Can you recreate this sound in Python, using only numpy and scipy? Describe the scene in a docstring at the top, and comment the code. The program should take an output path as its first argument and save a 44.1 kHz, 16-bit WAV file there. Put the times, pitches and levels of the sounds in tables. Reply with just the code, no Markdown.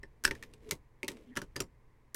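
"""Rifle lever swung open and shut

Someone works the lever of a partly assembled rifle by hand, outdoors on a wooden stand.
Steel parts unlatch, slide, hit their stops and lock again. Each contact is a noisy crack, ringing
steel made of fading sine waves, and a softer knock and thud in the wood. Filtered noise makes the
sliding, scraping and handling; wavering tones make the groans. Quiet air and a hum lie beneath.
"""
import sys
import numpy as np
from scipy import signal
from scipy.fft import rfft, irfft
from scipy.io import wavfile
from scipy.ndimage import uniform_filter1d

SR = 44100
rng = np.random.default_rng(int(sys.argv[2]) if len(sys.argv) > 2 else 0)


def wav_record(signal):
    """Record a signal, one row per channel, as 16-bit PCM in the file named by sys.argv[1]."""
    frames = np.transpose(np.atleast_2d(signal))
    bounded = np.clip(frames, -1, 1)
    # unit amplitude maps onto the largest positive 16-bit level
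    quanta = np.round(bounded * 32767).astype(np.int16)
    wavfile.write(sys.argv[1], SR, quanta)


N = 94815
TIME = np.arange(N) / SR
HIT = TIME[:SR // 3]  # time axis of one blow, in seconds

# In all tables, t60/s is the time a sound takes to fade by 60 dB.
# Quiet outdoor air: f/Hz, relative level per Hz/dB
AIR = [(20, -1.5), (125, -7.5), (190, -16.5), (400, -13), (700, -22), (1030, -15.5), (1350, -28),
       (2000, -21.5), (3000, -37), (16000, -46)]
AIR_DB = -68
HUM_HZ, HUM_DB = 123.2, -72.5

# Spectrum of the handling rumble: f/Hz, relative level per Hz/dB
HANDLING_SPECTRUM = [(30, 2.5), (150, -11.5), (800, -68.5)]
# Strength of the handling rumble over time: t/s, level/dB
HANDLING_LEVEL = [(0, -50), (.22, -65), (.258, -40.5), (.36, -54), (.58, -64.5), (.7, -48.5), (.9, -66),
                  (1.33, -63.5), (1.43, -55), (2.15, -69.5)]

# Strength of the friction as the bolt slides in the receiver: t/s, level/dB
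SLIDE_LEVEL = [(.2, -76), (0.341, -58), (.6, -68), (.68, -55.5), (.8, -77.5), (.98, -81.5), (1.1, -53.5),
               (1.33, -69), (1.49, -71.5), (1.8, -80)]
# Resonances that the sliding wakes: f/Hz, relative level/dB
RUB_RESONANCES = [(247, 2.5), (320, 1), (410, 1.5)]
# Spectrum of the sliding hiss: f/Hz, relative level per Hz/dB
HISS_SPECTRUM = [(700, -10), (2100, 7.5), (4500, -2.5), (10000, -8), (16000, -16.5)]
RUB_WIDTH_HZ = 110
HISS_DB, GRIT_DB = -12, 3.5  # hiss against the murmur; depth of its gritty level changes

# Scrapes of the closing bolt: start t/s, length/s, f/Hz, level/dB
SCRAPES = [(1.235, .08, 3130, -76), (1.278, 0.074, 1860, -65.5)]
SCRAPE_SKIRT_DB = -53.5  # an octave away from the scrape's pitch

# Groans of sliding parts that bind: start t/s, length/s, middle f/Hz, level/dB
GROANS = [(0.628, 0.075, 426.3, -45.5), (1.087, 0.092, 246.3, -51), (1.232, 0.108, 250.4, -48)]
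GROAN_WAVER = 0.035  # typical pitch change, as a fraction
SWELL_SKEW = 2.6  # above 1, groans and scrapes peak late

# Shaken spring: t/s, level/dB
SPRING_PINGS = [(.252, -52.5), (.427, -72)]
SPRING_HZ, SPRING_T60_S = 13905, 0.14

# Stock and wooden stand: average f/Hz, relative level/dB, t60/s
STAND_MODES = [(247, -9, 0.08), (306.9, -11.5, 0.12), (388.6, 0, 0.057), (561.8, -10, 0.067),
               (929, -15, 0.092)]
# Dull thud in the wood: f/Hz, relative level per Hz/dB
THUD_SPECTRUM = [(30, -4.5), (140, 4), (430, -1.5), (780, -15.5), (1100, -11.5), (3000, -50.5)]
KNOCK_RISE_S, THUD_T60_S = 0.0047, 0.14
DETUNE = 0.026  # typical chance change of a stand pitch, as a fraction

# Dense high modes of the steel: f/Hz, relative level per Hz/dB
STEEL_SPECTRUM = [(150, -17), (700, -16.5), (1000, -2), (2600, 3), (3600, 0.5), (5200, 2.5), (11000, -1.5),
                  (16000, -10.5)]
# Close modes of the struck part: multiple of its pitch, relative level/dB, t60/s
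PART_MODES = [(.945, -9.5, 0.062), (1.0, -6, 0.031), (1.065, -8.5, .028)]
# Receiver modes woken at each place: f/Hz, height above the steel's spectrum/dB
RECEIVER_CLUSTERS = { "latch": [(1545, 10.5), (1742, 12.5), (2600, 6), (4820, 8), (5400, 14), (8130, 9.5),
                     (8560, 7.5)], "cam": [(1600, 8.5), (2300, 5), (5750, 5)], "stop": [(2300, 3.5),
                     (3900, 3), (6525, 3)], "link": [(2600, 11.5), (4490, 7.5), (8500, 7)],
                     "carrier": [(3700, 6), (8130, 10.5)], "bolt": [(950, 6), (1310, 9.5), (1580, 6.5),
                     (3050, 6.5), (5830, 5)], "catch": [(4790, 12.5), (6430, 9.5), (8000, 3.5)],
                     "lock": [(2080, 7), (2690, 3), (4800, 5.5), (5700, 11.5), (7300, 11), (9450, 4)], }
CLUSTER_HZ, RING_T60_S = 161, 0.04  # half-width of a cluster's bump; fading of its ring
PIVOT_HZ = 5500  # the brightness tilt turns about this pitch
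RISE_S, TAIL_DB, TAIL_T60_S = 0.00094, -15, 0.089
BEAT_DB = 2.5  # close modes beat, so the ringing is uneven

# How each place sounds: crack t60/s, receiver ring against the crack/dB, thud against the knock/dB
PLACES = {"latch": (0.016, -34, -10), "cam": (0.025, -29.5, -9.5), "stop": (0.018, -28.5, -4.5),
          "link": (0.014, -33.5, -12), "carrier": (0.021, -37, -9.5), "bolt": (0.013, -26.5, -1.9),
          "catch": (0.018, -44, -3), "lock": (0.02, -31, -2.5)}
# Contacts, from the hand taking hold through unlatching, opening, closing and locking to the
# start of the next stroke: t/s, place, crack level/dB, brightness/dB per octave,
# pitch f/Hz of the struck part, its ring level/dB, knock level in the stand/dB
CONTACTS = [ (0.0315, "latch", -47.5, -6, 1888, -37.5, -44), (0.2381, "cam", -31.5, 2.5, 1470, -40, -45.5),
            (0.246, "cam", -28, -4, 1670, -30, -39), (0.2504, "latch", -13.5, -2.5, 1619, -21, -34),
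            (0.2764, "cam", -31.5, -5, 1600, -27, -33.5), (0.3098, "cam", -30.5, -6.5, 1905, -28, -30.5),
            (.3510, "stop", -45.5, -4.5, 1820, -45, -54), (0.4255, "stop", -40.5, -3.5, 1858, -38.5, -60.5),
            (0.4348, "stop", -42, -6, 1940, -51, -55.5), (0.5363, "carrier", -49, -2, 2610, -58.5, -54.5),
            (0.6904, "stop", -47.5, -2, 2200, -57, -51), (0.7098, "stop", -21.5, 1.5, 2167, -25.5, -42),
            (0.719, "stop", -31.5, -3, 2230, -42, -35), (1.031, "link", -35, -2.5, 2297, -33, -33.5),
            (1.045, "link", -41, -5, 2300, -55, -40.5), (1.0804, "carrier", -28, 1, 2010, -31.5, -37),
            (1.0850, "carrier", -31.5, -5, 2050, -55, -46), (1.1, "carrier", -53, -2, 2450, -56, -40),
            (1.1167, "carrier", -46, -1.5, 2140, -55, -47),
            (1.1690, "carrier", -53.5, -7.5, 2180, -61.5, -54.5),
            (1.3546, "bolt", -42.5, -4.5, 1720, -53, -55), (1.363, "bolt", -36, -2.5, 1800, -43, -40),
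            (1.3697, "bolt", -29, -2.5, 1796, -27, -37), (1.372, "bolt", -26.5, -4, 1425, -34, -34.5),
            (1.417, "bolt", -35, -3, 1566, -38, -38.5), (1.558, "catch", -49.5, -1.5, 1834, -41, -43.5),
            (1.5624, "catch", -28.5, -3.5, 1853, -33, -37), (1.593, "catch", -48, -6, 1450, -58, -43),
            (1.6031, "lock", -23, -1, 1314, -32, -32), (2.1448, "cam", -31, 5, 1780, -35, -40.5), ]


def amp(db):
    """Turns decibels into a multiplier."""
    return 10 ** (np.asarray(db) / 20)


def evened(x):
    """Scales to an rms (average strength) of 1."""
    return x / np.sqrt(np.mean(x ** 2) + 1e-20)


def read_spectrum(points, hz):
    """Reads levels between the points of a spectrum, along a log-frequency axis."""
    f, db = np.transpose(points)
    return np.interp(np.log(hz + 1), np.log(f), db)


def level_over_time(points):
    """Joins timed decibel points into a gain for the whole scene."""
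    return amp(np.interp(TIME, *np.transpose(points)))


def add(mix, start_s, sound):
    """Mixes a sound in at its start time, cutting it off at the end of the scene."""
    part = mix[max(round(start_s * SR), 0):][:len(sound)]
    part += sound[:len(part)]


def dying(t60):
    """Fades away exponentially, as vibrations lose energy."""
    return np.exp(-np.log(1000) * HIT / t60)


def noise(points, size):
    """Makes noise of rms 1 from a given spectrum and chance phases."""
    hz = np.fft.rfftfreq(size, 1 / SR)
    phase = 2 * np.pi * rng.random(len(hz))
    return evened(irfft(amp(read_spectrum(points, hz)) * np.exp(1j * phase), size))


def smooth_wander(size, window):
    """Averages chance values over neighbouring samples to make a slower wander of rms 1."""
    return evened(uniform_filter1d(rng.standard_normal(size), size=window))


def uneven():
    """Flutters a gain within milliseconds, as loose parts chatter."""
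    return amp(BEAT_DB * smooth_wander(len(HIT), 90))


def swell(size):
    """Rises slowly and lets go sooner, as friction builds up and releases."""
    return np.sin(np.pi * np.linspace(0, 1, size) ** SWELL_SKEW)


def ring(modes, scale=1, spread=0):
    """Adds up fading sine waves, each met at a chance point of its swing."""
    total = np.zeros(len(HIT))
    for hz, db, t60 in modes:
        pitch = hz * scale * (1 + spread * rng.standard_normal())
        total += amp(db) * dying(t60) * np.sin(2 * np.pi * (pitch * HIT + rng.random()))
    return np.sqrt(2) * total


def outdoors():
    """Quiet air is shaped noise; the faint distant hum is one steady sine wave."""
    hum = np.sqrt(2) * np.sin(2 * np.pi * HUM_HZ * TIME)
    return amp(AIR_DB) * noise(AIR, N) + amp(HUM_DB) * hum


def handling():
    """A low noise rumble swells and fades as the hand shifts the rifle on its stand."""
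    return noise(HANDLING_SPECTRUM, N) * level_over_time(HANDLING_LEVEL)


def slide():
    """Sliding steel hisses grittily and makes the stock and stand murmur."""
    hz = np.fft.rfftfreq(N, 1 / SR)
    body = np.zeros(len(hz), complex)
    for f, db in RUB_RESONANCES:
        body += amp(db) / (1 + 1j * (hz ** 2 - f ** 2) / (RUB_WIDTH_HZ * (hz + 1))) ** 2
    murmur = evened(irfft(body * rfft(rng.standard_normal(N)), N))
    grit = np.minimum(smooth_wander(N, 70), 2)  # the cap limits loud peaks
    hiss = evened(noise(HISS_SPECTRUM, N) * amp(GRIT_DB * grit))
    return (murmur + amp(HISS_DB) * hiss) * level_over_time(SLIDE_LEVEL)


def scrapes():
    """Gritty rubbing is noise that swells in one resonance of the bolt."""
    out = np.zeros(N)
    for start_s, length_s, hz, db in SCRAPES:
        size = round(length_s * SR)
        band = noise([(hz / 2, SCRAPE_SKIRT_DB), (hz, 0), (hz * 2, SCRAPE_SKIRT_DB)], size)
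        add(out, start_s, amp(db) * band * uneven()[:size] * swell(size))
    return out


def groans():
    """Stick-slip friction swells into one wavering resonance, then lets go."""
    out = np.zeros(N)
    for start_s, length_s, hz, db in GROANS:
        size = round(length_s * SR)
        waver = smooth_wander(len(HIT), 300)[:size]
        cycles = np.cumsum(hz * (1 + GROAN_WAVER * waver)) / SR
        add(out, start_s, amp(db) * swell(size) * np.sin(2 * np.pi * cycles))
    return out


def spring():
    """A shaken spring pings as one high, fading sine wave."""
    out = np.zeros(N)
    for start_s, db in SPRING_PINGS:
        add(out, start_s, ring([(SPRING_HZ, db, SPRING_T60_S)]))
    return out


def wood_knock(thud_db):
    """A blow rings the stock and stand and adds a dull noise thud, both building up gradually."""
    fade = dying(THUD_T60_S)
    thud = noise(THUD_SPECTRUM, len(HIT)) * fade
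    thud *= np.linalg.norm(fade) / np.linalg.norm(thud)  # same energy at every blow
    wood = ring(STAND_MODES, spread=DETUNE) + amp(thud_db) * thud
    return wood * (1 - np.exp(-HIT / KNOCK_RISE_S))


def steel_colour(clusters, tilt_db):
    """Dense steel modes and local clusters colour a blow, with no sound before the blow."""
    hz = np.fft.rfftfreq(len(HIT), 1 / SR)
    octaves = np.log2(np.maximum(hz, PIVOT_HZ / 2) / PIVOT_HZ)
    bumps = [db / (1 + ((hz - f) / CLUSTER_HZ) ** 2) for f, db in clusters]
    colour_db = read_spectrum(STEEL_SPECTRUM, hz) + tilt_db * octaves + np.max(bumps, axis=0)
    log_gain = np.log(evened(amp(colour_db)))
    # minimum phase: the filter responds as early as it can
    mirrored = np.r_[log_gain, log_gain[-2:0:-1]]
    return np.exp(signal.hilbert(mirrored).conj())[:len(hz)]


def crack(clusters, t60, tilt_db):
    """A snap and its rattling noise tail pass through the colour of the struck steel."""
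    snap, rattle = rng.standard_normal((2, len(HIT)))
    fade = dying(t60)
    snap = irfft(np.exp(1j * np.angle(rfft(snap * fade))))  # all pitches equally strong
    snap *= np.exp(-(2 * HIT / t60) ** 2)
    snap *= np.linalg.norm(fade) / np.linalg.norm(snap)  # steady energy
    tail = amp(TAIL_DB) * rattle * uneven() * dying(TAIL_T60_S)
    return irfft(rfft(snap + tail) * steel_colour(clusters, tilt_db))


def contact(place, crack_db, bright_db, part_hz, part_db, knock_db):
    """Steel strikes steel: the crack, receiver and struck part sound, and the wood is knocked."""
    crack_t60, ring_db, thud_db = PLACES[place]
    clusters = RECEIVER_CLUSTERS[place]
    receiver_modes = [(hz, db + ring_db, RING_T60_S) for hz, db in clusters]
    receiver = crack(clusters, crack_t60, bright_db) + uneven() * ring(receiver_modes)
    part = uneven() * ring(PART_MODES, scale=part_hz)
    metal = amp(crack_db) * receiver + amp(part_db) * part
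    return metal * np.minimum(HIT / RISE_S, 1) + amp(knock_db) * wood_knock(thud_db)


def action():
    """Lever, bolt and latch meet in a series of steel contacts."""
    out = np.zeros(N)
    for start_s, *blow in CONTACTS:
        add(out, start_s, contact(*blow))
    return out


def scene():
    """Sets the rifle close by, over the background."""
    background = outdoors() + handling()
    friction = slide() + scrapes() + groans()
    return (background + friction + spring() + action())[None]


def record(dry):
    """Removes the highest treble with a low-pass filter."""
    edge_hz = 16200
    lowpass = signal.firwin(255, edge_hz, window=("kaiser", 8), fs=SR)
    return signal.oaconvolve(dry, lowpass[None], "same")


dry = scene()
out = record(dry)
wav_record(out)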